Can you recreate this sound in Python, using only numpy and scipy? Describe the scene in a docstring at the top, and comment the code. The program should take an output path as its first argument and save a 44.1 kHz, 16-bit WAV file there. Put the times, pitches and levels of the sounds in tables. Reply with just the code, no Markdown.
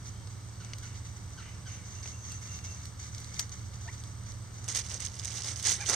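"""Over the hum of a distant engine and a faint hiss, dry leaf litter rustles, mostly under a hen's light steps.
Leaves and twigs snap (decaying noise bursts) among crackling litter (many short flake resonances).
Far birds whistle, cry and trill (gliding phases, shaped noise); the hen peeps (a harmonic series).
Towards the end the scratching comes close on the right, in loud strokes that reach the soil."""
import sys
import numpy as np
from scipy import signal
from scipy.fft import rfft, irfft
from scipy.io import wavfile

SR = 44100
rng = np.random.default_rng(int(sys.argv[2]) if len(sys.argv) > 2 else 0)


def to_wav(sig):
    """Store sig (one row per channel, or 1-D mono) as 16-bit WAV at the path in sys.argv[1].

    Samples outside -1..1 are clipped; the rate is SR.
    """
    pcm = np.clip(np.atleast_2d(sig), -1, 1) * 32767
    pcm = np.round(pcm).astype(np.int16)
    wavfile.write(sys.argv[1], SR, pcm.T)  # frames by channels


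N = 262395
T = np.arange(N) / SR  # time, s
HZ = np.fft.rfftfreq(N, 1 / SR)  # frequency of each spectral bin, Hz


def gain_of(db):
    """Level to amplitude: 20 dB is a factor of ten."""
    return 10 ** (np.asarray(db) / 20)


def evened(x):
    """Normalisation of the signal energy: scales to an rms of one."""
    return x / np.sqrt(np.mean(x ** 2) + 1e-20)


def read(points, hz):
    """Interpolation on a logarithmic frequency axis, close to the ear's scale of pitch."""
    f, value = np.transpose(points)
    return np.interp(np.log(hz + 1), np.log(f + 1), value)


def add(mix, s, sound):
    """Superposition: adds a sound to the mix at time s."""
    part = mix[:, max(round(s * SR), 0):][:, :sound.shape[-1]]
    part += sound[:, :part.shape[-1]]


def panned(side_db):
    """Interaural level difference: left and right gains whose mean is one."""
    pair = gain_of(np.array([np.atleast_1d(side_db), -np.atleast_1d(side_db)]) / 2)
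    return pair / pair.mean(0)


def colour(x, points, side=((1, 0), (SR, 0)), size=2048):
    """Minimum-phase filtering: folding the cepstrum makes a causal filter of given spectrum and balance."""
    hz = np.fft.rfftfreq(size, 1 / SR)
    magnitude = gain_of(read(points, hz)) * panned(read(side, hz))
    cepstrum = irfft(np.log(magnitude))
    cepstrum[:, 1:size // 2] *= 2
    cepstrum[:, size // 2 + 1:] = 0
    impulse_response = irfft(np.exp(rfft(cepstrum)))
    pair = np.atleast_2d(x) * np.ones((2, 1))
    return signal.oaconvolve(pair, impulse_response, axes=1)[:, :x.shape[-1]]


def drift(rate, count=24):
    """Superposed sines of random phase, up to the given rate in Hz, give an irregular wandering of rms one."""
    t = T[::64]
    waves = sum(np.sin(2 * np.pi * (f * t + rng.random())) for f in np.geomspace(rate / 10, rate, count))
    return np.interp(T, t, evened(waves))


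def echoes(x, t60, count=300):
    """Diffuse reflection: random taps, different at each ear, fall by 60 dB in t60 seconds."""
    n = int(max(t60, .005) * SR)
    at = rng.random((2, count))  # delay as a share of t60
    taps = np.zeros((2, n))
    strength = rng.choice([-1., 1.], at.shape) * np.exp(-np.log(1000) * at)
    np.put_along_axis(taps, (at * n).astype(int), strength, 1)
    return signal.oaconvolve(x[None], taps / np.linalg.norm(taps[0]), axes=1)[:, :len(x)]


def crackle(per_s, spread_db, likeness, count=12):
    """Impulse excitation: random tiny fractures of uneven size each ring a leaf flake for about a cycle."""
    fracture = rng.random(N) < per_s / SR
    size_db = spread_db * np.minimum(rng.exponential(1, N), 4.5)
    size = gain_of(size_db) * rng.choice([-1, 1], N) * fracture
    flake = rng.integers(0, count, N)
    # a likeness of 1 makes both ears equal
    ears = 1 + (1 - min(likeness, 1)) * rng.standard_normal(N) * np.array([[1], [-1]])
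    t, out = T[:256], np.zeros((2, N))
    for k, hz in enumerate(np.geomspace(900, 14000, count)):
        ring = np.exp(-t * hz / 0.99) * np.cos(2 * np.pi * hz * t)
        out += signal.oaconvolve(size * ears * (flake == k), ring[None] * hz, axes=1)[:, :N]
    return evened(out)


def envelope(events, rise_share, fall_db_per_s):
    """Addition of powers: each event rises over a share of its length, holds, then dies away."""
    power = np.zeros(N)
    for start, length, level_db in events:
        age = T - start
        rise = np.clip(age / max(rise_share * length, 1 / SR), 0, 1)
        fall_db = fall_db_per_s * np.clip(age - length, 0, 1)
        power += (rise * gain_of(level_db - fall_db)) ** 2
    return np.sqrt(power)


def glide(length, start_hz, end_hz, jitter):
    """Frequency modulation: the phase of a sliding, unsteady note is the running sum of its frequency."""
    n = int(length * SR)
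    hz = np.linspace(start_hz, end_hz, n) * (1 + jitter * drift(395)[:n])
    return 2 * np.pi * np.cumsum(hz) / SR


def machine():
    """Beating of harmonics: a big far engine idles at multiples of one slow cycle, over filtered-noise rumble."""
    # low noise of the engine: columns f/Hz, relative level/dB
    rumble_spectrum = [(20, -16), (38, -6.5), (72, 0.5), (84, -5), (87, 13), (91, 4), (135, -4),
                       (160, -3.5), (200, -14), (300, -35.5), (500, -29.5)]
    # tones of the engine: columns multiple of its cycle, mean level/dB
    engine_orders = [(6, -68.5), (12, -52.5), (14, -59.5), (15, -52.5), (16, -58.5), (17, -67.5),
                     (18, -47.5), (21, -72), (24, -68.5), (27, -76), (30, -63), (36, -82)]
    cycle_hz, rumble_db = 6.267, -48.5
    rumble_gain = gain_of(read(rumble_spectrum, HZ) - 60 * (HZ > 600))
    rumble = evened(irfft(rfft(rng.standard_normal((3, N))) * rumble_gain, N))
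    rumble_pair = rumble[0] + 0.39 * rumble[1:]  # a shared part and one for each ear
    turn = 2 * np.pi * np.cumsum(cycle_hz * (1 + 0.0026 * drift(1.87))) / SR
    tones = np.zeros(N)
    for order, db in engine_orders:
        phase = order * turn + 2 * np.pi * rng.random() + .2 * drift(3)
        tones += gain_of(db + drift(2)) * evened(np.sin(phase))
    return (gain_of(rumble_db) * rumble_pair + tones) * panned(side_db=-3.0)


def air():
    """Partial coherence: the even hiss of the open yard mixes shared and separate noise at the ears."""
    # hiss: columns f/Hz, relative level/dB
    hiss_spectrum = [(120, -19), (200, 0), (288, -4.5), (564, -11), (1260, -9), (2090, -16), (2510, -16.5),
                     (2900, -18.5), (5010, -16.5), (6240, -17), (7220, -13), (8200, -13), (10200, -34.5),
                     (11800, -28.5), (15500, -36)]
    # likeness of the ears: columns f/Hz, coherence (0-1)
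    hiss_coherence = [(60, 0.36), (130, 0.29), (290, 0.58), (640, 0.38), (1410, 0.52), (3100, 0.55),
                      (6820, 0.33), (15000, 0.19)]
    # balance of the hiss: columns f/Hz, left minus right level/dB
    hiss_balance = [(60, 4), (110, -8), (200, -3.5), (380, -2.5), (700, -2), (1290, -5), (2380, 2.5),
                    (4400, 2), (8120, 0), (15000, -1)]
    a, b = rfft(rng.standard_normal((2, N)))
    same = np.clip(read(hiss_coherence, HZ), 0, 1)
    pair = irfft(np.array([a, same * a + np.sqrt(1 - same ** 2) * b]), N)
    return gain_of(-53.5 + 0.084 * drift(2.53)) * evened(colour(pair, hiss_spectrum, hiss_balance))


def trill(hz=6300, width_hz=450):
    """Amplitude modulation of band-limited noise: a thin, high, fluttering trill from far off, in phrases."""
    # phrases: columns t/s, length/s, level/dB
    phrase_events = [(1.37, .18, -62), (1.655, 0.11, -55.5), (1.835, 0.17, -57.5), (2.02, 0.2, -56.5),
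                     (2.22, .145, -53), (2.405, 0.17, -54.5), (2.63, 0.11, -53.5), (2.76, .06, -65)]
    band = irfft(rfft(rng.standard_normal((2, N))) * np.exp(-((HZ - hz) / width_hz) ** 2), N)
    flutter = gain_of(2.0 * drift(60))
    return evened(band * flutter) * envelope(phrase_events, rise_share=0.097, fall_db_per_s=248)


def birds():
    """Tone against noise: far whistles glide, hoarse cries break into a rasp; trees blur them by reflection."""
    # whistles of a far songbird: columns t/s, length/s, start f/Hz, end f/Hz, level/dB
    whistle_notes = [(0.10, .17, 3150, 3180, -65.5), (1.53, .04, 5350, 5480, -63),
                     (1.77, .04, 2620, 2620, -62), (1.81, .05, 2000, 2300, -63),
                     (1.945, .06, 2720, 2800, -58), (2.12, .05, 2700, 2750, -56),
                     (2.295, .06, 2760, 2720, -54), (2.47, .12, 2760, 2740, -54),
                     (2.66, .09, 2710, 2750, -57)]
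    # hoarse falling cries of a far bird: columns t/s, length/s, start f/Hz, end f/Hz, level/dB, rasp level/dB
    cry_notes = [(0.599, 0.031, 1583, 1294, -51, -61), (0.818, 0.048, 1643, 1306, -52.5, -61),
                 (1.37, .045, 1650, 1232, -49, -54.5), (1.652, 0.039, 1614, 1480, -50.5, -57)]
    # filter of the cries: columns f/Hz, gain/dB
    cry_spectrum = [(900, -9), (1400, -1), (2100, -12), (2900, -6), (4400, -7), (6200, -11), (8000, -31)]
    # rasping ends of the cries: columns f/Hz, relative level/dB
    rasp_spectrum = [(900, -10), (1600, -6), (2100, 2.5), (2900, 3), (3400, -10), (5000, -11), (8000, -36)]
    song, cries, rasps = np.zeros((3, 1, N))
    for s, length, start_hz, end_hz, level_db in whistle_notes:
        turn = glide(length, start_hz, end_hz, jitter=.02)
        note = gain_of(level_db) * np.sin(turn) * signal.windows.tukey(len(turn), .5)
        add(song, s, note[None])
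    for s, length, start_hz, end_hz, level_db, rasp_db in cry_notes:
        turn = glide(length, start_hz, end_hz, jitter=.042)
        breath = 1.1 * rng.standard_normal(len(turn))
        cry = sum(np.sin(k * turn) for k in range(1, 5)) + breath
        add(cries, s, (gain_of(level_db) * cry * signal.windows.tukey(len(turn), .5))[None])
        # the rasp starts halfway through the cry and peaks 48 ms later
        age = np.maximum(T - s - length / 2, 0) / .048
        rasps += gain_of(rasp_db) * age * np.exp(1 - age)
    rough_noise = rng.standard_normal(N) * gain_of(1.8 * drift(120))
    rasp = evened(colour(rough_noise, rasp_spectrum)[0]) * rasps[0]
    calls = song[0] + colour(cries, cry_spectrum)[0] + rasp
    return calls * panned(side_db=-2) + gain_of(-3) * echoes(calls, t60=.5, count=900)


def peeps():
    """Source and filter: harmonics of a gliding, clear or rough voice grow with effort and meet the throat."""
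    # the hen's peeps, one list each: columns t/s, f/Hz, level/dB, roughness (0-1)
    peep_tracks = [
        [(3.855, 679, -56, 0.2), (3.876, 690, -53, 0), (3.881, 897, -46, .05), (3.888, 933, -39, 0.14),
         (3.894, 1010, -46, .05), (3.900, 1160, -60, .05), (3.906, 1170, -64, .2)],
        [(5.645, 786, -62, .3), (5.675, 856, -45, .3), (5.700, 1123, -47, 0.7), (5.725, 824, -46, .6)],
        [(5.795, 760, -54, 0.46), (5.81, 798, -45, 0.6), (5.817, 910, -42, 0.5), (5.828, 747, -50, 0.8),
         (5.85, 780, -59, 1)],
    ]
    # throat resonance: columns f/Hz, gain/dB
    throat_gain = [(500, 5), (700, -1), (950, -6.5), (1400, 4), (1900, -1), (2350, 12), (2800, -14),
                   (3400, -19), (6000, -50)]
    # below soft_db each higher harmonic loses a further so many dB per dB
    soft_db, soft_dulling = -45.5, 0.88
    voice = np.zeros(N)
    for rows in peep_tracks:
        s, *columns = np.transpose(rows)
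        on = (T > s[0]) & (T < s[-1])
        hz, level_db, rough = (np.interp(T[on], s, column) for column in columns)
        turn = 2 * np.pi * np.cumsum(hz * (1 + .08 * rough * drift(330)[on])) / SR
        loudest_db = np.maximum.accumulate(level_db)  # once open, the beak stays open
        dull_db = soft_dulling * np.minimum(loudest_db - soft_db, 0)
        stack = np.zeros(on.sum())
        for k in range(1, 5):
            stack += gain_of(read(throat_gain, k * hz) + (k - 1) * dull_db) * np.sin(k * turn)
        loudness = gain_of(level_db + 2.5 * rough * drift(300)[on])
        voice[on] += stack * loudness * signal.windows.tukey(on.sum(), .15)
    return voice * panned(side_db=-1.0) + gain_of(-8) * echoes(voice, t60=0.25)


def stirring():
    """Granular noise: a dense run of small fractures swells and dies, mostly as light steps shift the leaves."""
    # light steps, and at 3.39 s the short leaf rustle that trails a loud snap,
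    # and at 0.60 s a faint breathy noise with the bird's cry: columns t/s, length/s, level/dB
    rustle_events = [(0.045, 0.044, -51.5), (0.30, 0.019, -58.5), (0.60, 0.071, -58), (0.78, 0.019, -54.5),
                     (0.825, 0.034, -49), (0.945, .025, -51), (1.048, 0.017, -50), (1.162, 0.0067, -51.5),
                     (1.29, .13, -58.5), (1.66, 0.091, -51.5), (1.85, .14, -52.5), (2.02, 0.077, -47.5),
                     (2.23, .13, -48.5), (2.41, 0.066, -48), (2.50, 0.074, -48), (2.638, 0.026, -48.5),
                     (2.68, 0.19, -52.5), (2.985, 0.089, -49), (3.11, 0.22, -51.5), (3.335, 0.05, -46.5),
                     (3.39, 0.0085, -36.5), (3.515, 0.021, -46), (3.57, 0.086, -56), (3.73, 0.028, -53.5),
                     (3.80, 0.091, -52), (3.925, 0.012, -49), (3.97, 0.023, -52.5), (4.04, 0.043, -56.5),
                     (4.257, 0.054, -51), (4.535, 0.11, -56.5)]
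    # rustle of the leaves: columns f/Hz, relative level/dB
    rustle_spectrum = [(800, -15.5), (2000, -12), (3500, -14), (5000, -10.5), (6300, -3.5), (7400, -8.5),
                       (9000, -18.5), (10500, -31.5), (12000, -32), (15500, -32)]
    # balance of the rustle: columns f/Hz, left minus right level/dB
    rustle_balance = [(600, -3.5), (2500, -7), (5000, -0.5), (15000, -2)]
    grains = crackle(per_s=2200, spread_db=2.0, likeness=1.0)
    scattered = grains + gain_of(3) * echoes(grains[0], t60=.05)
    leaves = evened(colour(scattered, rustle_spectrum, rustle_balance))
    rustling = envelope(rustle_events, rise_share=0.11, fall_db_per_s=307)
    return leaves * np.hypot(rustling, gain_of(-60))  # the litter is never quite still


def snaps():
    """Sudden release of strain: a breaking stem bursts, knocks the ground and shakes the leaves around it."""
    # snapping leaves and twigs: columns t/s, level/dB, dull knock/dB, fine treble/dB, left minus right level/dB
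    snap_events = [(0.273, -42.5, -1, -25, -3), (0.6472, -39, -5.5, -9, 5.5), (0.7342, -29.5, 4, -20, 3),
                   (0.7844, -38.5, -9, 2, -3), (2.0308, -37, 7, -9, -3), (2.0582, -33.5, 12, -15, 0),
                   (2.0753, -33.5, 1, -11, -3), (2.3193, -33.5, 3, 0, -3), (2.5892, -40.5, 10, -8, 12),
                   (2.6475, -35.5, 4, -16, -4), (2.8554, -35.5, -12, -1, -3), (3.1475, -34, -3, -6, -2),
                   (3.1812, -34.5, -9, -10, -2), (3.2016, -39, -13, 5, 1), (3.2445, -37, -12.5, -4, 1),
                   (3.3428, -35.5, 1, -9, 7), (3.394, -19, -4, -5.5, 10), (3.3987, -26, 2, 5, -6),
                   (3.4936, -38, -10.5, -5, 0), (4.0378, -37.5, -8.5, -2, -3), (4.3206, -40, -17, -5, -7),
                   (4.6799, -33, 14, 5, -5), (4.749, -31, -14, -8, -12), (4.7666, -26, 7, 5, -6),
                   (4.788, -38, 8, -16, -10), (5.021, -36, 19, -6, -15), (5.0525, -32, -15, -15, -13),
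                   (5.196, -27.5, -17, -14, -9.5), (5.247, -28.5, -6, -1, -7), (5.3827, -30, 3, -2, -5),
                   (5.4454, -32, 4.5, -10, 10), (5.5976, -29.5, 2, -2, -6.5), (5.6281, -34, -2.5, 10, 3),
                   (5.7094, -24, -14, 1, -6), (5.861, -29, 0, -26, -6), (5.89, -19, -5, -19, -10)]
    # burst of the fibres: columns f/Hz, relative level/dB
    crack_spectrum = [(120, -47), (400, -13), (1000, -19.5), (2000, -10), (4000, -6.5), (5800, -2),
                      (7400, -3), (8700, -4), (10500, -20), (12000, -14), (15500, -31)]
    out = np.zeros((2, N))
    breaking = np.exp(-T[:4096] / 0.0015)  # the fibres give way within about 1.5 ms
    for s, level_db, knock_db, treble_db, side_db in snap_events:
        fibres = rng.standard_normal((3, len(breaking))) * breaking
        burst = fibres[0] + .4 * fibres[1:] + gain_of(-6) * echoes(fibres[0], t60=.045)
        # thick stems sound dull, thin ones bright
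        stiffness = [(2200, knock_db), (4000, 0), (6500, 0), (9000, treble_db), (13000, treble_db)]
        snap = evened(colour(colour(burst, crack_spectrum), stiffness)) * np.sqrt(np.mean(breaking ** 2))
        add(out, s, gain_of(level_db) * snap * panned(side_db))
    return out


def scratching():
    """Fracture and friction: claws rake dense clumps of leaves and scrape the soil beneath."""
    # strokes of the claws, close by: columns t/s, length/s, leaf level/dB, soil level/dB
    stroke_events = [(4.637, .014, -47.5, -59), (4.675, 0.044, -35.5, -51), (4.741, 0.044, -30, -48),
                     (4.83, 0.045, -44.5, -63), (4.882, 0.072, -39, -53.5), (4.981, 0.087, -39.5, -61),
                     (5.103, 0.13, -46, -61), (5.217, 0.093, -40, -58.5), (5.306, 0.11, -39.5, -55),
                     (5.429, 0.085, -35.5, -51), (5.511, 0.099, -43, -58), (5.612, 0.084, -33.5, -55),
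                     (5.635, 0.088, -26, -46), (5.737, 0.12, -41, -54.5), (5.852, 0.039, -34.5, -64),
                     (5.877, 0.056, -27.5, -36.5)]
    # raked leaves: columns f/Hz, relative level/dB
    raked_spectrum = [(600, -23.5), (1300, -16.5), (2000, -7), (3200, -7.5), (4200, -7.5), (6300, 1),
                      (7400, -1.5), (8700, -6), (10000, -17.5), (11000, -36), (11900, -17.5), (13800, -41),
                      (16000, -37)]
    # scraped soil: columns f/Hz, relative level/dB
    soil_spectrum = [(120, -26), (350, 2), (550, 5), (900, 2.5), (1400, 2), (2200, 1.5), (4000, -31)]
    # balance of leaves and soil: columns f/Hz, left minus right level/dB
    stroke_balance = [(300, -4.5), (1000, -2), (2300, -4), (3300, -4.5), (4900, -8.5), (5700, -0.5),
                      (6400, -20), (7150, -18), (7700, -4), (8700, 1), (10000, -8), (11800, 0), (12700, 15),
                      (13600, -10)]
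    # share of a stroke spent digging in; how fast the flung leaves come to rest, dB/s
    dig_share, settle_db_per_s = 0.34, 358
    start, length, leaf_db, soil_db = np.transpose(stroke_events)
    raking = envelope(zip(start, length, leaf_db), dig_share, settle_db_per_s)
    scraping = envelope(zip(start, length, soil_db), dig_share, settle_db_per_s)
    # a light stroke breaks separate flakes, a hard one crushes many at once
    crushed = np.clip((20 * np.log10(raking + 1e-9) + 44) / 16, 0, 1)
    separate_flakes = crackle(per_s=2800, spread_db=3.5, likeness=.65)
    crushed_flakes = crackle(per_s=6000, spread_db=3, likeness=.65)
    grains = np.sqrt(1 - crushed) * separate_flakes + np.sqrt(crushed) * crushed_flakes
    scattered = grains + gain_of(-7) * echoes(grains[0], t60=.04)
    leaves = evened(colour(scattered * gain_of(1.7 * drift(130)), raked_spectrum, stroke_balance))
    grit = rng.standard_normal(N) * gain_of(2 * drift(150))
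    scattered_grit = grit + gain_of(-6.0) * echoes(grit, t60=0.036)
    soil = evened(colour(scattered_grit, soil_spectrum, stroke_balance))
    return leaves * raking + soil * scraping


def scene():
    """Linear superposition of everything in and around the run."""
    background = machine() + air() + trill() + birds()
    foreground = peeps() + stirring() + snaps() + scratching()
    return background + foreground


def record(dry):
    """Resonance and delay: the microphone port shapes the treble, the right lags a sample, the band is limited."""
    # microphone port: columns f/Hz, width/Hz, gain/dB
    port_peaks = [(6180, 870, 5), (7253, 620, -13), (8106, 310, 7)]
    hz = np.arange(0, SR / 2, 20)
    port_db = sum(db / (1 + (2 * (hz - f) / width) ** 2) for f, width, db in port_peaks)
    ported = colour(dry, np.column_stack([hz, port_db]))
    left, right = signal.lfilter(*signal.iirnotch(2535, 11, SR), ported)  # notch: f/Hz, Q
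    heard = np.array([left, np.append(0, right[:-1])])
    low_pass = signal.firwin(511, 15820, window=("kaiser", 9), fs=SR)  # cutoff in Hz
    return signal.oaconvolve(heard, low_pass[None], "same")


dry = scene()
out = record(dry)
to_wav(out)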